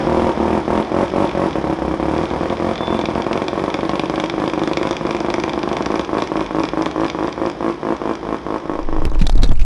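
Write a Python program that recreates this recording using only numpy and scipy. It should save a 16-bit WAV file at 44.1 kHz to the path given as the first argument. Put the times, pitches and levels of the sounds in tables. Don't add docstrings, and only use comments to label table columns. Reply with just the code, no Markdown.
import sys
import numpy as np
from scipy import signal
from scipy.fft import rfft, irfft, next_fast_len
from scipy.io import wavfile
from scipy.ndimage import uniform_filter1d

SR = 44100
rng = np.random.default_rng(int(sys.argv[2]) if len(sys.argv) > 2 else 0)


def dump(signal):
    limited = np.clip(np.atleast_2d(signal).T, -1, 1)
    pcm = np.round(limited * 32767).astype(np.int16)
    wavfile.write(sys.argv[1], SR, pcm)


N = 425560

# (time [s], chambers passing [1/s], wall echo delay [ms],
# surge: how far the spacing of the pops tightens through a run [share])
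CAR_MOTION = [(0.0, 40.7, 73.0, .03), (.4, 41.3, 72.4, .10), (0.6, 41.6, 72.0, .06), (1.2, 46.4, 70.6, .07),
              (1.8, 35.1, 69.1, 0), (2.05, 38, 68.1, .11), (2.4, 42.2, 66.8, .02), (3.6, 46.9, 62.8, .04),
              (4.2, 51.4, 60.5, .05), (6.0, 53.5, 52.2, .02), (8.4, 53.9, 40.7, .04),
              (9.0, 52.0, 38.9, .04)]


def exhaust():
    # (time [s], pop level [dB], crack level [dB])
    pop_levels = [(0.0, -4, -30), (1.2, -2.5, -21.5), (1.5, -4.5, -20.5), (1.8, -6, -40),
                  (2.1, -5.5, -19.5), (2.6, -7, -25), (2.9, -4.5, -14.5), (3.1, -3, -12), (5.4, -4, -7),
                  (6.2, -3, -13), (6.8, -3.5, -13.5), (7.3, -6, -19), (7.8, -6.5, -29), (9.0, -7.5, -22.5)]
    weak_thump_db, weak_from_db = -8, -16
    s, strength_db = pops()
    strength_db = strength_db + 1.0 * rng.standard_normal(len(s))
    pop_db, crack_db = curves(pop_levels, s)
    far = distance(s)
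    weakness = np.tanh((np.minimum(strength_db, 0) / weak_from_db) ** 2)
    thump_db = pop_db + weak_thump_db * weakness
    back = s + curves(CAR_MOTION, s)[1] / 1000
    back_db = crack_db + strength_db
    thump = pipe(s, thump_db, back, back_db, far)
    crack = wall_crack(s, thump_db, back, back_db, far)
    blast = soften(thump, ms=0.2) + pressure_front(s, thump_db)
    blast = highpass(blast, 105)
    body = gain_of(-8.5) * blast + gas_hiss(s, thump_db, far) + panel_buzz(s, thump_db, far)
    return body, gain_of(-2.5) * soften(crack, ms=0.034)


def pops():
    # (first pop [s], last pop [s], first strength [dB], last strength [dB])
    firing_runs = [(0.0055, 0.0055, -19, -19), (0.0712, 0.268, 0, 1), (0.0964, 0.2928, 5, 5),
                   (0.3751, 0.5764, -12, -3), (0.4021, 0.5522, -6, -9), (0.6797, 0.7776, -7, -2),
                   (0.7046, 0.8, 4, -3), (0.9182, 1.0099, -12, 1), (0.9435, 1.0299, -8, 2),
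                   (1.138, 1.2233, -12, 5), (1.1613, 1.2437, 0, 2), (1.3509, 1.439, -12, -1),
                   (1.3741, 1.4601, -11, -2), (1.5563, 1.5563, -2, -2), (1.5838, 1.6988, -14, 0),
                   (1.6716, 1.7273, -12, -2), (1.7885, 1.9126, -16, -7), (1.821, 1.9992, -2, -6),
                   (2.028, 2.2366, -1, 1), (2.0558, 2.1125, -6, 3), (2.1641, 2.2132, -2, -8),
                   (2.3119, 2.5039, -12, 4), (2.3365, 2.3365, -10, -10), (2.4327, 2.4327, 2, 2),
                   (2.5266, 2.5266, 0, 0), (2.5998, 2.6911, -4, 6), (2.6232, 2.7134, -1, 3),
                   (2.8075, 2.8075, 0, 0), (2.8324, 2.9265, -12, -2), (2.904, 2.992, -10, 3),
                   (3.039, 3.039, -13, -13), (3.0873, 3.0873, -8, -8), (3.1108, 3.1567, -24, -2),
                   (3.1792, 3.1792, -12, -12), (3.2009, 3.2009, -10, -10), (3.2666, 3.3565, 2, -5),
                   (3.3347, 3.4193, -31, 4), (3.4858, 3.4858, -18, -18), (3.5314, 3.5314, -10, -10),
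                   (3.5556, 3.6801, -28, 3), (3.5772, 3.6193, -9, -22), (3.7462, 3.832, -10, -3),
                   (3.8532, 3.9344, -13, 3), (3.9545, 4.0366, -18, -2), (4.0983, 4.0983, -6, -6),
                   (4.1396, 4.1796, -1, -3), (4.1995, 4.2383, -9, -2), (4.34, 4.4198, -11, -5),
                   (4.4008, 4.4769, -12, -2), (4.5353, 4.6174, -8, -1), (4.6363, 4.7137, -14, 2),
                   (4.773, 4.8528, -6, -2), (4.8333, 4.872, -12, -10), (4.91, 4.91, -2, -2),
                   (5.011, 5.0521, -11, -5), (5.0713, 5.1481, -13, -6), (5.0923, 5.0923, -10, -10),
                   (5.207, 5.2856, -12, 2), (5.305, 5.3826, -14, -1), (5.4402, 5.4797, -7, -5),
                   (5.5377, 5.5772, -11, -5), (5.6365, 5.7148, -9, -2), (5.7326, 5.8075, -13, -1),
                   (5.865, 5.9417, -9, -3), (5.9223, 5.996, -12, -6), (6.0925, 6.17, -11, 0),
                   (6.1511, 6.2231, -11, -4), (6.3183, 6.3568, -6, -4), (6.3947, 6.3947, -13, -13),
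                   (6.3756, 6.3756, -14, -14), (6.4128, 6.4128, -7, -7), (6.509, 6.5861, -11, 1),
                   (6.5674, 6.6398, -12, 0), (6.7351, 6.8115, -9, 1), (6.7927, 6.865, -26, -3),
                   (6.961, 7.035, -7, -1), (6.98, 7.0529, -13, 3), (7.1484, 7.2274, -8, -4),
                   (7.2079, 7.2816, -12, 2), (7.3785, 7.4541, -9, 4), (7.3984, 7.4712, -23, -3),
                   (7.6076, 7.6813, -11, 1), (7.6272, 7.699, -10, -5), (7.8315, 7.9054, -13, -4),
                   (7.851, 7.9238, -13, -1), (8.017, 8.094, -10, 0), (8.0382, 8.1118, -35, 4),
                   (8.2303, 8.3448, -36, -9), (8.2515, 8.3266, -23, -1), (8.466, 8.5424, -14, -4),
                   (8.4861, 8.5606, -31, -3), (8.6563, 8.6563, -28, -28), (8.6963, 8.736, -6, -24),
                   (8.7168, 8.7907, -16, -6), (8.8883, 8.9648, -10, -7), (8.9467, 9.0199, -30, -5),
                   (9.0776, 9.1561, -12, 3)]
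    catch = 1.3
    s, db = [], []
    for first, last, first_db, last_db in firing_runs:
        last = max(first, last)
        chamber_rate = curves(CAR_MOTION, (first + last) / 2)[0]
        u = np.linspace(0, 1, 1 + round((last - first) * chamber_rate / 2))
        surge = curves(CAR_MOTION, first)[2]
        s.extend(first + (last - first) * (u + surge * u * (1 - u)))
        db.extend(last_db + (first_db - last_db) * (1 - u) ** catch)
    order = np.argsort(s)
    return np.array(s)[order], np.array(db)[order]


def distance(s):
    delay_ms = np.transpose(CAR_MOTION)[2]
    return (delay_ms.max() - curves(CAR_MOTION, s)[1]) / np.ptp(delay_ms)


def pipe(s, thump_db, back, back_db, far):
    # (frequency [Hz], width [Hz], then one level [dB] for each station)
    pipe_modes = [(166, 66, -13, -9, -20.5, -27), (222.5, 58, -4, -9.5, -14.5, -27),
                  (288, 260, -30, -33, -27, -30), (327.3, 42, -14.5, -14, -13, -4.5),
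                  (340.3, 53, -1, -5.5, -6, -7.5), (464, 84.2, -11, -8.5, -13.5, -2),
                  (542, 71, -2.5, -9.5, -13.5, -13.5), (670, 52, -7, -5, -9, -8),
                  (895, 154, -20, -21, -7, -2.5), (1030, 160, -36, -6, -6.5, 2),
                  (1110, 89, -26, -8, -10, -5.5), (1600, 530, -15, -10, -20, 2)]
    car_stations = [0, .2, .5, 1]
    stagger_ms = 0.063
    floor_db = between(far, -14, -17.5)
    thump = 0
    for hz, width, *station_db in pipe_modes:
        chance, late = rng.standard_normal((2, len(s)))
        db = np.interp(far, car_stations, station_db) + 0.41 * chance
        start = s + stagger_ms / 1000 * abs(late)
        drive = with_floor(start, thump_db + db, floor_db)
        drive = drive + clicks(back, -gain_of(back_db + db - 10.5))
        thump = thump + ring(drive, hz, width)
    return thump


def wall_crack(s, thump_db, back, back_db, far):
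    # (frequency [Hz], width [Hz], level near [dB], level far [dB])
    mouth_modes = [(780, 830, -1, 2.5), (2303, 187, -7.5, -7.5), (3410, 320, -3.5, -6),
                   (4870, 350, -14.5, -4.5), (5620, 490, -14, -2), (7000, 2400, -32, -28)]
    direct_db = -27.5
    crack = 0
    for hz, width, near_db, far_db in mouth_modes:
        chance, late = rng.standard_normal((2, len(s)))
        db = between(far, near_db, far_db) + 2 * chance
        start = back + .0004 * late
        drive = with_floor(start, back_db + db, -10)
        drive = drive + clicks(s, -gain_of(thump_db + db + direct_db))
        crack = crack + ring(drive, hz, width)
    return crack


def with_floor(s, db, floor_db):
    floor_ms = 3.708
    return clicks(s, -gain_of(db)) + clicks(s + floor_ms / 1000, -gain_of(db + floor_db))


def pressure_front(s, thump_db):
    front_db, front_ms = -2, 0.12
    rebound_db, rebound_ms = -12, 1.462
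    rebound = clicks(s + rebound_ms / 1000, gain_of(thump_db + front_db + rebound_db))
    fronts = rebound - clicks(s, gain_of(thump_db + front_db))
    return front_ms * SR / 400 * soften(fronts, front_ms)


def gas_hiss(s, thump_db, far):
    # (frequency [Hz], level [dB])
    gas_colour = [(800, -12), (1500, 8), (2400, 10), (3400, -6), (5500, -9), (8000, -32.5), (11000, -32)]
    far_db = -2
    rush = ring(clicks(s, gain_of(thump_db + far_db * far)), 0, width=39.0)
    return gain_of(-35.5) * rush * evened(coloured(rng.standard_normal(N), gas_colour))


def panel_buzz(s, thump_db, far):
    # (frequency [Hz], width [Hz], level [dB])
    panel_modes = [(774, 117, -13), (925, 87, 5), (1107, 73, -3.5), (1270, 70, -12.5)]
    late_ms = 12.5
    shaken = ring(clicks(s, gain_of(thump_db + between(far, -34.5, -38))), 0, width=13.3)
    noise = rng.standard_normal(N)
    rough = evened(sum(gain_of(db) * ring(noise, hz, width) for hz, width, db in panel_modes))
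    knocks = clicks(s + late_ms / 1000, gain_of(thump_db + between(far, -19.5, -48)))
    clean = 0
    for hz, width, db in panel_modes:
        clean = clean + gain_of(db) * width / 5000 * ring(ring(knocks, hz, width), hz, width)
    return uniform_filter1d(shaken, size=400) * rough + clean


def bay():
    # (time [s], clatter level [dB], throb level under full load [dB])
    bay_levels = [(0.0, -27.5, -22.5), (0.8, -29, -26.5), (1.5, -28.5, -31), (1.87, -31.5, -24),
                  (2.3, -28.5, -29), (3.2, -30.5, -32.5), (4.6, -29.5, -47), (5.8, -30, -50),
                  (6.3, -31.5, -38), (7.8, -33.5, -39), (8.7, -35, -34)]
    # (frequency [Hz], level [dB])
    clatter_colour = [(24, -54), (40, -3), (65, -1), (102, -12.5), (153, -1), (256, -6), (332, 4.5),
                      (429, -3.5), (955, -7.5), (1420, -16.5), (2390, -21.5), (2750, -29), (3240, -22.5),
                      (4300, -32.5), (5190, -28), (7500, -45.5), (11000, -48.5), (14300, -89),
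                      (22000, -120)]
    load_s, throb_idle_db, clatter_idle_db = .07, -20, -2
    clatter_db, throb_db = curves(bay_levels)
    turns, s = chambers(), pops()[0]
    load = uniform_filter1d(clicks(s, 1 / curves(CAR_MOTION, s)[0]) * SR, round(load_s * SR))
    idle = 1 - np.clip(uniform_filter1d(load, size=1000), 0, 1)
    throb_db = throb_db + throb_idle_db * idle
    clatter_db = clatter_db + clatter_idle_db * idle
    puffs = (.5 + np.exp(-(turns % 1) / 0.69)) * rng.standard_normal(N)
    second_db = np.interp(np.arange(N) / SR, [0, 3, 5, 9], [6, 5, -9, -10])
    first, second = gain_of(-second_db), gain_of(second_db)
    throb = first * np.sin(2 * np.pi * turns) + second * np.sin(2 * 2 * np.pi * turns)
    throb = throb / np.hypot(first, second) * (turns < turns[-1])
    return gain_of(clatter_db) * evened(coloured(puffs, clatter_colour)) + gain_of(throb_db - 5.5) * throb


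def chambers():
    s = pops()[0]
    passed = np.cumsum(np.round(np.diff(s) * curves(CAR_MOTION, s[1:])[0]))
    return np.interp(np.arange(N) / SR, s[1:], passed)


def brake():
    start_s, top_s, end_s = 2.73, 2.84, 3.1
    squeal_hz, top_db, ends_db = 3500, -38, -56
    flutter_hz, flutter_db, flutter_top_s = 21.5, 3, 2.878
    t = np.arange(N) / SR
    on = np.clip(np.minimum(t - start_s, end_s - t) / 0.012, 0, 1)
    db = np.interp(t, [start_s, top_s, end_s], [ends_db, top_db, ends_db])
    db = db + flutter_db * np.cos(2 * np.pi * flutter_hz * (t - flutter_top_s))
    db = db + 2.5 * evened(uniform_filter1d(rng.standard_normal(N), 500))
    return np.sqrt(2) * on * gain_of(db) * np.sin(2 * np.pi * squeal_hz * t)


def shop(x):
    # (frequency [Hz], time to fall by 60 dB [s])
    shop_decay = [(100, 0.22), (400, 0.22), (1200, 0.31), (4000, 0.61), (10000, 0.21)]
    taps = np.zeros((3, SR // 2))
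    at = np.arange(180, SR // 2 - 20, 20) + rng.integers(0, 20, (3, (SR // 2 - 181) // 20))
    np.put_along_axis(taps, at, rng.choice([-1., 1.], at.shape), 1)
    hz, t, z = signal.stft(taps, SR, nperseg=256)
    decay = gain_of(-60 * t / read(shop_decay, hz)[:, None])
    tails = signal.istft(z * decay, SR, nperseg=256)[1]
    turn = 2 * np.pi * (0.3997 * np.arange(N) / SR + np.arange(3)[:, None] / 3)
    sends = np.sqrt(2 / 3) * np.cos(turn) * x
    wet = signal.oaconvolve(sends, tails / np.linalg.norm(tails[0]), axes=1)
    return wet.sum(0)[:N]


def wind():
    # (time [s], buffet level [dB], roar level [dB])
    gust_levels = [(8.6, -45, -41), (8.68, -38, -48), (8.712, -33, -40), (8.864, -15.5, -52),
                   (8.874, -17.5, -44), (9.118, -13, -18.5), (9.162, -8.5, -32), (9.206, -7, -23.5),
                   (9.492, -7, -18), (9.516, -6.5, -10.5), (9.538, -9.5, -34), (9.606, -3.5, -32),
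                   (9.65, -4.5, -25)]
    # (frequency [Hz], level [dB])
    buffet_colour = [(5, -26), (10, -4), (15, 0), (22, -6), (35, -15), (55, -21), (85, -34), (200, -90)]
    # (frequency [Hz], level [dB])
    roar_colour = [(40, -9), (70, -1.5), (200, -14.5), (350, -27), (800, -28.5), (2000, -44), (10000, -65)]
    # (time [s], chatter level [dB], length [s], buzz [Hz], knock level [dB], knock [Hz])
    rattle_rows = [(9.053, -9, 0.0024, 2570, -13.5, 400), (9.098, -35, .004, 4750, -36, 300),
                   (9.147, -26, 0.0053, 2580, -27, 296), (9.193, -30, 0.0087, 2690, -29, 250),
                   (9.203, -24, 0.0048, 3970, -31, 250), (9.214, -20.5, 0.015, 2503, -5.5, 184),
                   (9.245, -35, 0.0037, 2500, -18, 302), (9.267, -13.5, 0.0077, 3820, -16.5, 736),
                   (9.296, -10, 0.0036, 3700, -10.5, 760), (9.304, -28, .003, 3800, -34, 400),
                   (9.326, -27, 0.0021, 4200, -25, 298), (9.355, -23, .002, 4470, -12.5, 300),
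                   (9.378, -26, 0.0047, 3650, -30, 300), (9.421, -26, .008, 4050, -24, 300),
                   (9.4323, -10, 0.0074, 3780, -8.5, 280), (9.441, -22, 0.015, 3930, -12, 484),
                   (9.491, -24, 0.005, 3480, -11, 246), (9.518, -28, 0.0034, 3300, -9.5, 97),
                   (9.555, -35, 0.0052, 2380, -33, 250), (9.594, -28.5, 0.013, 2430, -27, 201),
                   (9.611, -27.5, 0.017, 2550, -31, 249)]
    buffet_db, roar_db = curves(gust_levels)
    rise = np.clip((np.arange(N) / SR - gust_levels[0][0]) / 0.24, 0, 1)
    swings = evened(coloured(rng.standard_normal(N), buffet_colour))
    envelope = abs(signal.hilbert(swings, next_fast_len(N))[:N])
    swings = evened(swings / (envelope + .3) ** .4)
    lumps = gain_of(5 * evened(uniform_filter1d(rng.standard_normal(N), 900)))
    roar = evened(coloured(lumps * rng.standard_normal(N), roar_colour))
    rattles = np.zeros((2, N))
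    for row in [*rattle_rows, *lesser_rattles()]:
        add(rattles, *rattle(*row))
    apart = gain_of(-37.5) * np.array([[1], [-1]])
    swings, roar = swings + apart * swings[::-1], roar + apart * roar[::-1]
    return rise * (gain_of(buffet_db) * swings + gain_of(roar_db) * roar) + rattles


def rattle(s, db, length, hz, knock_db, knock_hz):
    # (frequency [Hz], width [Hz], level [dB])
    housing_modes = [(700, 730, -9), (1500, 840, 0), (2400, 930, -7), (3800, 800, -4), (5900, 780, -20),
                     (7350, 570, -17), (11000, 1000, -23)]
    t = np.arange(SR // 8) / SR
    a, b, hits = rng.standard_normal((3, len(t)))
    chatter = (a + .25 * b * np.array([[1], [-1]])) * (abs(hits) > 1.5)
    u = t / max(length, .001)
    chatter = gain_of(db - 7.7 * u - 4.5 * np.minimum(u, 3) ** 4) * chatter
    own_note = gain_of(4.5) * ring(chatter, hz, 350)
    buzz = own_note + sum(gain_of(d) * ring(chatter, f, w) for f, w, d in housing_modes)
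    buzz = signal.lfilter(*signal.butter(2, 8000, fs=SR), buzz)
    tick = gain_of(db - 0.5) * np.exp(-t / 0.00037)
    knock = gain_of(knock_db) * np.sin(2 * np.pi * knock_hz * t) * np.exp(-t * knock_hz * 0.73)
    return s, gain_of(-15.0) * buzz - tick - knock


def lesser_rattles(count=30):
    from_s, level_db, length_s, middle_hz = 9.02, -37, .007, 4500
    when, size, pitch = rng.random((count, 3)).T
    s = from_s + (np.arange(count) + when) / count * (N / SR - from_s)
    db = level_db + 12 * (size - .5)
    hz = middle_hz * 3 ** (pitch - .5)
    return [(a, b, length_s, c, level_db - 4, 250) for a, b, c in zip(s, db, hz)]


def gain_of(db):
    return 10 ** (np.asarray(db) / 20)


def between(far, near_value, far_value):
    return near_value + far * (far_value - near_value)


def evened(x):
    return x / np.sqrt(np.mean(x ** 2) + 1e-20)


def read(points, hz):
    f, value = np.transpose(points)
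    return np.interp(np.log(hz + 1), np.log(f + 1), value)


def curves(rows, s=None):
    t, *columns = np.transpose(rows)
    return [np.interp(np.arange(N) / SR if s is None else s, t, c) for c in columns]


def clicks(s, size):
    return np.bincount(np.clip(np.round(s * SR).astype(int), 0, N - 1), size, N)


def ring(x, hz, width):
    pole = np.exp((2j * np.pi * hz - np.pi * width) / SR)
    return signal.lfilter([1, -pole.real], [1, -2 * pole.real, abs(pole) ** 2], x)


def soften(x, ms):
    bell = np.exp(-.5 * (np.arange(-64, 65) / (ms * SR / 1000)) ** 2)
    return np.convolve(x, bell / bell.sum(), "same")


def coloured(x, points):
    size = next_fast_len(N)
    return irfft(rfft(x, size) * gain_of(read(points, np.fft.rfftfreq(size, 1 / SR))), size)[:N]


def highpass(x, hz):
    return signal.lfilter(*signal.butter(2, hz, "highpass", fs=SR), x)


def lowpass(x, hz):
    return signal.oaconvolve(x, signal.firwin(511, hz, window=("kaiser", 9), fs=SR)[None], "same")


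def add(mix, s, sound):
    part = mix[:, round(s * SR):][:, :sound.shape[1]]
    part += sound[:, :part.shape[1]]


def scene():
    # (frequency [Hz], level [dB])
    room_apart = [(60, -46), (170, -48), (490, -54), (1410, -50), (4030, -33), (11600, -30)]
    # (time [s], level [dB])
    shop_fade = [(8.6, 5), (9.0, 2.5), (9.1, -4.5), (9.2, -4), (9.4, -23), (9.65, -7)]
    up_limit, down_limit = 0.25, 0.38
    thump, crack = exhaust()
    room = shop(gain_of(-6.0) * thump + gain_of(-13) * crack)
    mid = thump + crack + bay() + brake() + room
    mid = highpass(mid, 45)
    limit = np.where(mid > 0, up_limit, down_limit)
    mid = mid / (1 + (mid / limit) ** 4) ** .25
    side = coloured(shop(mid), room_apart)
    workshop = lowpass(np.array([mid + side, mid - side]), 11100)
    return gain_of(curves(shop_fade)[0]) * workshop + wind()


def record(dry):
    return np.clip(lowpass(np.clip(dry, -1, 1), 12155), -1, 1)


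dry = scene()
out = record(dry)
dump(out)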